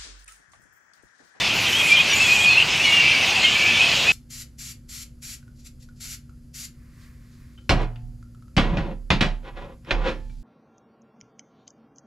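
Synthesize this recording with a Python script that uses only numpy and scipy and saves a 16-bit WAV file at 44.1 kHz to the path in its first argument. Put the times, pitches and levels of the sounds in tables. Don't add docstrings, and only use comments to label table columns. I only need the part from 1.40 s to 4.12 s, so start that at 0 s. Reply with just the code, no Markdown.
import sys
import numpy as np
from scipy import signal
from scipy.fft import rfft, irfft
from scipy.io import wavfile

SR = 44100
rng = np.random.default_rng(int(sys.argv[2]) if len(sys.argv) > 2 else 0)


def elevation(decibels):
    levels = np.asarray(decibels, float)
    return 10 ** (levels / 20)


def master_out(mix):
    frames = np.transpose(np.atleast_2d(mix))
    ceiling = np.clip(frames, -1, 1)
    pcm = np.round(ceiling * 32767).astype(np.int16)
    wavfile.write(sys.argv[1], SR, pcm)


N = 119952
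T = np.arange(N) / SR

OVERTONES_DB = [-28.5, -33, -41, -44, -44]
ATTACK_S, RELEASE_S = .004, .011
WAVER_SHARE, WAVER_PER_S = .006, 45
FLUTTER_DB, FLUTTER_PER_S = 2.6, 70
TOP_HZ = 15750


def rms_one(x):
    return x / np.sqrt(np.mean(x ** 2) + 1e-20)


def drift(rate):
    pole = np.exp(-32 * np.pi * rate / SR)
    noise = rng.standard_normal(N // 16 + 2002)
    slow = signal.lfilter([1], [1, -2 * pole, pole * pole], noise)[2000:]
    return np.interp(np.arange(N) / 16, np.arange(len(slow)), rms_one(slow))


def span(start, length):
    end = start + length + RELEASE_S
    at = slice(max(int(start * SR), 0), min(int(end * SR), N))
    t = T[at] - start
    rise, fall = t / ATTACK_S, (length + RELEASE_S - t) / RELEASE_S
    return at, np.clip(np.minimum(rise, fall), 0, 1)


def band(x, low_hz, high_hz):
    sos = signal.butter(2, [low_hz, min(high_hz, .45 * SR)], "band", fs=SR, output="sos")
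    return signal.sosfilt(sos, x)


def coloured(spectrum, patchy_db):
    hz, db = np.transpose(spectrum)
    f = np.arange(N // 2 + 1) * SR / N + 1e-3
    edges = 20 * 2 ** np.arange(0, 10, 1 / 3)
    shaped = rfft(rng.standard_normal(N)) * elevation(np.interp(np.log(f), np.log(hz), db, left=-99))
    out = np.zeros(N)
    for low, high in zip(edges, edges[1:]):
        out += elevation(patchy_db * drift(7.4)) * irfft(shaped * (f >= low) * (f < high), N)
    return rms_one(out)


def voice(hz, overtones):
    phase = 2 * np.pi * np.cumsum(hz) / SR
    tone = np.sin(phase)
    for multiple, db in enumerate(overtones, 2):
        tone = tone + elevation(db) * np.sin(multiple * phase) * (multiple * hz < TOP_HZ)
    return np.sqrt(2) * tone


def squeals(calls, rough):
    out, waver, flutter = np.zeros(N), drift(WAVER_PER_S), drift(FLUTTER_PER_S)
    for rows in calls:
        s, pitch, db = np.transpose(rows)
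        at, shape = span(s[0], s[-1] - s[0])
        level = elevation(np.interp(T[at], s, db) + rough * FLUTTER_DB * flutter[at])
        hz = np.interp(T[at], s, pitch) * (1 + rough * WAVER_SHARE * waver[at])
        out[at] += shape * level * voice(hz, OVERTONES_DB)
    return out


def chirps(rows, waver_share, overtones):
    out, waver, flutter = np.zeros(N), drift(WAVER_PER_S), drift(FLUTTER_PER_S)
    for k, (s, length, first, last, db) in enumerate(rows):
        at, shape = span(s, length)
        own = (np.arange(at.start, at.stop) + 7919 * k) % N
        hz = np.interp(T[at], [s, s + length], [first, last]) * (1 + waver_share * waver[own])
        out[at] += shape * elevation(db + FLUTTER_DB * flutter[own]) * voice(hz, overtones)
    return out


def trees(x):
    t60_s = .22
    t = T[:SR // 2]
    tail = rng.standard_normal(len(t)) * elevation(-60 * t / t60_s) * (t > .004)
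    return signal.fftconvolve(x, tail / np.sqrt(np.sum(tail ** 2)))[:N]


def wind_and_traffic():
    # [f/Hz, level/dB per Hz]
    rumble_spectrum = [(21, -38), (35, -7.5), (119, 2), (451, -4.5), (838, -1.5), (1550, -3.5),
                       (1900, -7.5), (2470, -50), (4180, -120)]
    return elevation(-31) * coloured(rumble_spectrum, patchy_db=0.91)


def blurred_chorus(stir_db):
    # [f/Hz, level/dB per Hz]
    blur_spectrum = [(1500, -20.5), (2000, -6.5), (2600, -1), (3900, -8.5), (6900, -16), (9200, -29.5),
                     (13000, -36), (15800, -40)]
    follows = 0.22
    return elevation(-22.5 + follows * (stir_db - stir_db.mean())) * coloured(blur_spectrum, patchy_db=1.77)


def far_crowd(stir_db, count=600):
    pitch_hz, spread, glide_share, call_s, uneven_db = 2683, 0.13, 0.0415, 0.0338, 2.0
    place, size = rng.random((count, 2)).T
    pitch, glide, uneven = rng.standard_normal((count, 3)).T
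    first = pitch_hz * np.exp(spread * np.where(pitch > 0, pitch, .6 * pitch))
    last = first * (1 + glide_share * glide)
    rows = zip(place * N / SR - .01, call_s * (0.542 + 1.5 * size), first, last, uneven_db * uneven)
    calls = rms_one(chirps(list(rows), 0.02075, [-22]))
    return elevation(stir_db - 6) * rms_one(calls + elevation(10.5) * trees(calls))


def chirping_bats():
    # [t/s, length/s, first f/Hz, last f/Hz, level/dB]
    near_chirps = [(0, .07, 3600, 3440, -30), (.04, .035, 4720, 4600, -34), (.25, .05, 3180, 3170, -31),
                   (.485, .04, 3260, 3250, -28), (.70, .035, 2720, 2920, -27), (.735, .03, 2920, 2750, -31),
                   (.725, .022, 2250, 2340, -24), (.825, .045, 3360, 3350, -25),
                   (.92, .045, 3260, 3260, -28), (1.005, .045, 3260, 3270, -25),
                   (1.065, .105, 4420, 4220, -29), (1.085, .075, 3560, 3480, -31),
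                   (1.07, .08, 2780, 2660, -28), (1.395, .03, 2500, 2780, -23),
                   (1.44, .06, 4220, 4230, -33), (2.032, .01, 2700, 3120, -19),
                   (2.042, .01, 3150, 3130, -16), (2.06, .04, 2960, 2820, -22),
                   (2.07, .09, 3080, 3100, -28), (2.15, .02, 2290, 2300, -24),
                   (2.215, .02, 2800, 2830, -26), (1.64, .1, 2760, 2720, -27)]
    # [t/s, length/s, first f/Hz, last f/Hz, level/dB]
    edge_chirps = [(.035, .04, 5300, 5150, -34), (.662, .03, 5200, 5780, -34),
                   (.692, .012, 5780, 5760, -35), (.708, .008, 5700, 5800, -29),
                   (.722, .02, 5750, 5600, -35), (.68, .09, 1630, 1640, -39), (.71, .025, 3550, 3620, -31),
                   (.73, .012, 6780, 7080, -28), (.755, .03, 6960, 7000, -30),
                   (.742, .008, 6250, 6400, -31), (.81, .02, 5250, 5280, -35),
                   (1.30, .035, 5250, 5050, -33), (1.335, .055, 3000, 2960, -29),
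                   (1.42, .025, 3450, 3480, -30), (1.51, .07, 3500, 3480, -33),
                   (1.575, .025, 1920, 1910, -32), (1.80, .03, 2550, 2560, -25),
                   (2.09, .29, 1740, 1745, -37.5), (2.26, .04, 3150, 3140, -27),
                   (2.31, .07, 3500, 3480, -28), (2.335, .025, 3140, 3130, -28),
                   (2.41, .055, 3200, 3170, -28), (1.865, .065, 740, 860, -37),
                   (1.955, .035, 840, 730, -37), (1.822, .016, 780, 780, -37),
                   (1.655, .03, 4780, 4820, -36), (1.745, .05, 4620, 4720, -35),
                   (1.82, .04, 4900, 5050, -36), (1.945, .025, 4800, 4760, -33),
                   (1.87, .04, 6600, 6450, -38)]
    return chirps(near_chirps + edge_chirps, WAVER_SHARE, OVERTONES_DB)


def screeches(count=28):
    # [t/s, length/s, throat f/Hz, width/Hz, level/dB]
    hoarse_calls = [(.135, .05, 12300, 4800, -44), (.2, .06, 11800, 4000, -44),
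                    (.278, .09, 11800, 2800, -42), (.38, .14, 11700, 3000, -43), (.2, .21, 10200, 500, -48),
                    (.43, .095, 10700, 1000, -44), (.27, .2, 7700, 1800, -40), (.47, .06, 7400, 1400, -35),
                    (.135, .06, 6950, 400, -41), (.74, .045, 11700, 1800, -41), (.75, .3, 7600, 1700, -34),
                    (.79, .18, 7050, 450, -40), (.855, .115, 12200, 1100, -44),
                    (.995, .05, 12000, 900, -46), (.8, .05, 13050, 400, -54), (.67, .39, 9800, 3000, -45),
                    (.555, .06, 3200, 600, -27), (1.188, .035, 2900, 900, -25),
                    (.565, .045, 12150, 500, -50), (.66, .11, 5900, 1600, -38),
                    (1.45, .15, 9000, 5000, -48), (1.85, .16, 7000, 4000, -43), (1.72, .25, 4700, 800, -40),
                    (2.5, .22, 11500, 5000, -50), (2.51, .1, 6000, 2000, -39), (2.53, .14, 530, 160, -43),
                    (1.55, .3, 2500, 700, -24), (2.38, .3, 3500, 1200, -28)]
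    rasp_hz, wander, jitter, breath = 540, .05, .005, .95
    hz = rasp_hz * (1 + wander * drift(8) + jitter * drift(120))
    phase = 2 * np.pi * np.cumsum(hz) / SR
    pulses = sum(np.cos(k * phase + k * k / 4) for k in range(1, count))
    rasp = rms_one(pulses) + breath * rng.standard_normal(N)
    rasp = rasp * elevation(0.58 * drift(11) + 1.0 * drift(210))
    out = np.zeros(N)
    for s, length, throat_hz, width, db in hoarse_calls:
        at, shape = span(s, length)
        throat = band(rasp[at], throat_hz - width / 2, throat_hz + width / 2)
        out[at] += elevation(db) * shape * rms_one(throat)
    return out


def neighbours():
    # [t/s, f/Hz, level/dB]
    shrill_squeals = [
        [(.325, 3060, -20), (.348, 2960, -22), (.362, 3200, -19), (.372, 3250, -21), (.385, 3290, -25),
         (.415, 3220, -22.5)],
        [(.555, 3244, -28), (.572, 3080, -22), (.585, 3150, -20), (.6, 3280, -21), (.612, 3230, -26)],
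        [(2.245, 2410, -34), (2.27, 2520, -22), (2.295, 2624, -21), (2.31, 2520, -22), (2.335, 2450, -28)],
        [(2.355, 2600, -32), (2.39, 2530, -30), (2.415, 2480, -16), (2.43, 2580, -22), (2.46, 2570, -23)],
    ]
    # [t/s, f/Hz, level/dB]
    deep_squeals = [
        [(1.445, 2370, -20), (1.47, 2190, -21), (1.52, 2240, -22.5), (1.56, 2290, -25)],
        [(1.6, 2300, -25), (1.65, 2330, -24), (1.71, 2370, -25), (1.74, 2350, -25), (1.775, 2230, -25)],
        [(2.025, 2080, -27), (2.045, 2135, -22), (2.085, 2170, -27)],
        [(2.19, 2280, -24), (2.22, 2280, -21), (2.27, 2330, -26), (2.33, 2300, -26), (2.365, 2300, -23),
         (2.4, 2300, -28)],
        [(2.655, 2440, -26), (2.695, 2547, -14), (2.72, 2565, -26)],
    ]
    return squeals(deep_squeals + shrill_squeals, rough=.9)


def nearest_bat():
    # [t/s, f/Hz, level/dB]
    near_squeals = [
        [(.39, 2500, -28), (.404, 2476, -22), (.43, 2490, -24), (.462, 2524, -19)],
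        [(.483, 2540, -26), (.505, 2350, -17), (.53, 2365, -12), (.542, 2395, -18), (.553, 2425, -12),
         (.564, 2400, -24), (.586, 2400, -27), (.604, 2520, -16), (.618, 2460, -21)],
        [(.793, 2540, -25), (.81, 2640, -12), (.842, 2630, -21), (.875, 2450, -23), (.925, 2490, -15),
         (.95, 2540, -22), (.975, 2430, -18), (1.03, 2469, -22)],
        [(1.035, 2460, -19), (1.086, 2465, -12), (1.105, 2590, -20), (1.133, 2500, -16), (1.148, 2500, -30),
         (1.157, 2540, -14), (1.164, 2530, -28), (1.171, 2580, -15), (1.181, 2730, -12)],
        [(1.43, 2880, -28), (1.458, 2934, -16), (1.47, 2860, -22), (1.495, 2890, -21), (1.52, 2792, -19),
         (1.54, 2835, -15), (1.575, 2790, -17), (1.635, 2750, -24)],
    ]
    return squeals(near_squeals, rough=.55)


def rasp_bursts():
    # [t/s, length/s, f/Hz, level/dB]
    rasp_pulses = [
        (1.189, 0.0083, 2700, -12.5),
        (1.2, 0.0047, 2660, -9.5),
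        (1.2033, 0.0035, 2940, -12),
        (1.206, 0.0084, 2750, -16),
        (1.2145, 0.0066, 2640, -11.5),
        (1.2224, 0.0081, 2890, -13),
    ]
    out = np.zeros(N)
    for s, length, hz, db in rasp_pulses:
        at = slice(int(s * SR), int((s + length) * SR))
        swell = np.sin(np.pi * (T[at] - s) / length)
        out[at] += elevation(db) * swell * voice(hz + 0 * T[at], OVERTONES_DB)
    return out


def side_hiss():
    out = np.zeros(N)
    at, shape = span(2.607, 0.03)
    out[at] = elevation(-37) * shape * rms_one(band(rng.standard_normal(len(shape)), 4300, 4540))
    return out


def scene():
    # [t/s, level/dB]
    crowd_stir = [
        (0.0, -22),
        (1.11, -21.5),
        (1.22, -24),
        (1.72, -18),
        (2.72, -18),
    ]
    stir_db = np.interp(T, *np.transpose(crowd_stir))
    background = wind_and_traffic() + blurred_chorus(stir_db) + far_crowd(stir_db)
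    near = chirping_bats() + screeches() + neighbours() + nearest_bat() + rasp_bursts()
    mono = background + near + elevation(-15.5) * trees(near)
    side = side_hiss()
    return np.array([mono + side, mono - side])


def low_pass(x):
    return signal.sosfilt(signal.butter(12, 15820, fs=SR, output="sos"), x)


def record(dry):
    return low_pass(dry)


dry = scene()
out = record(dry)
master_out(out)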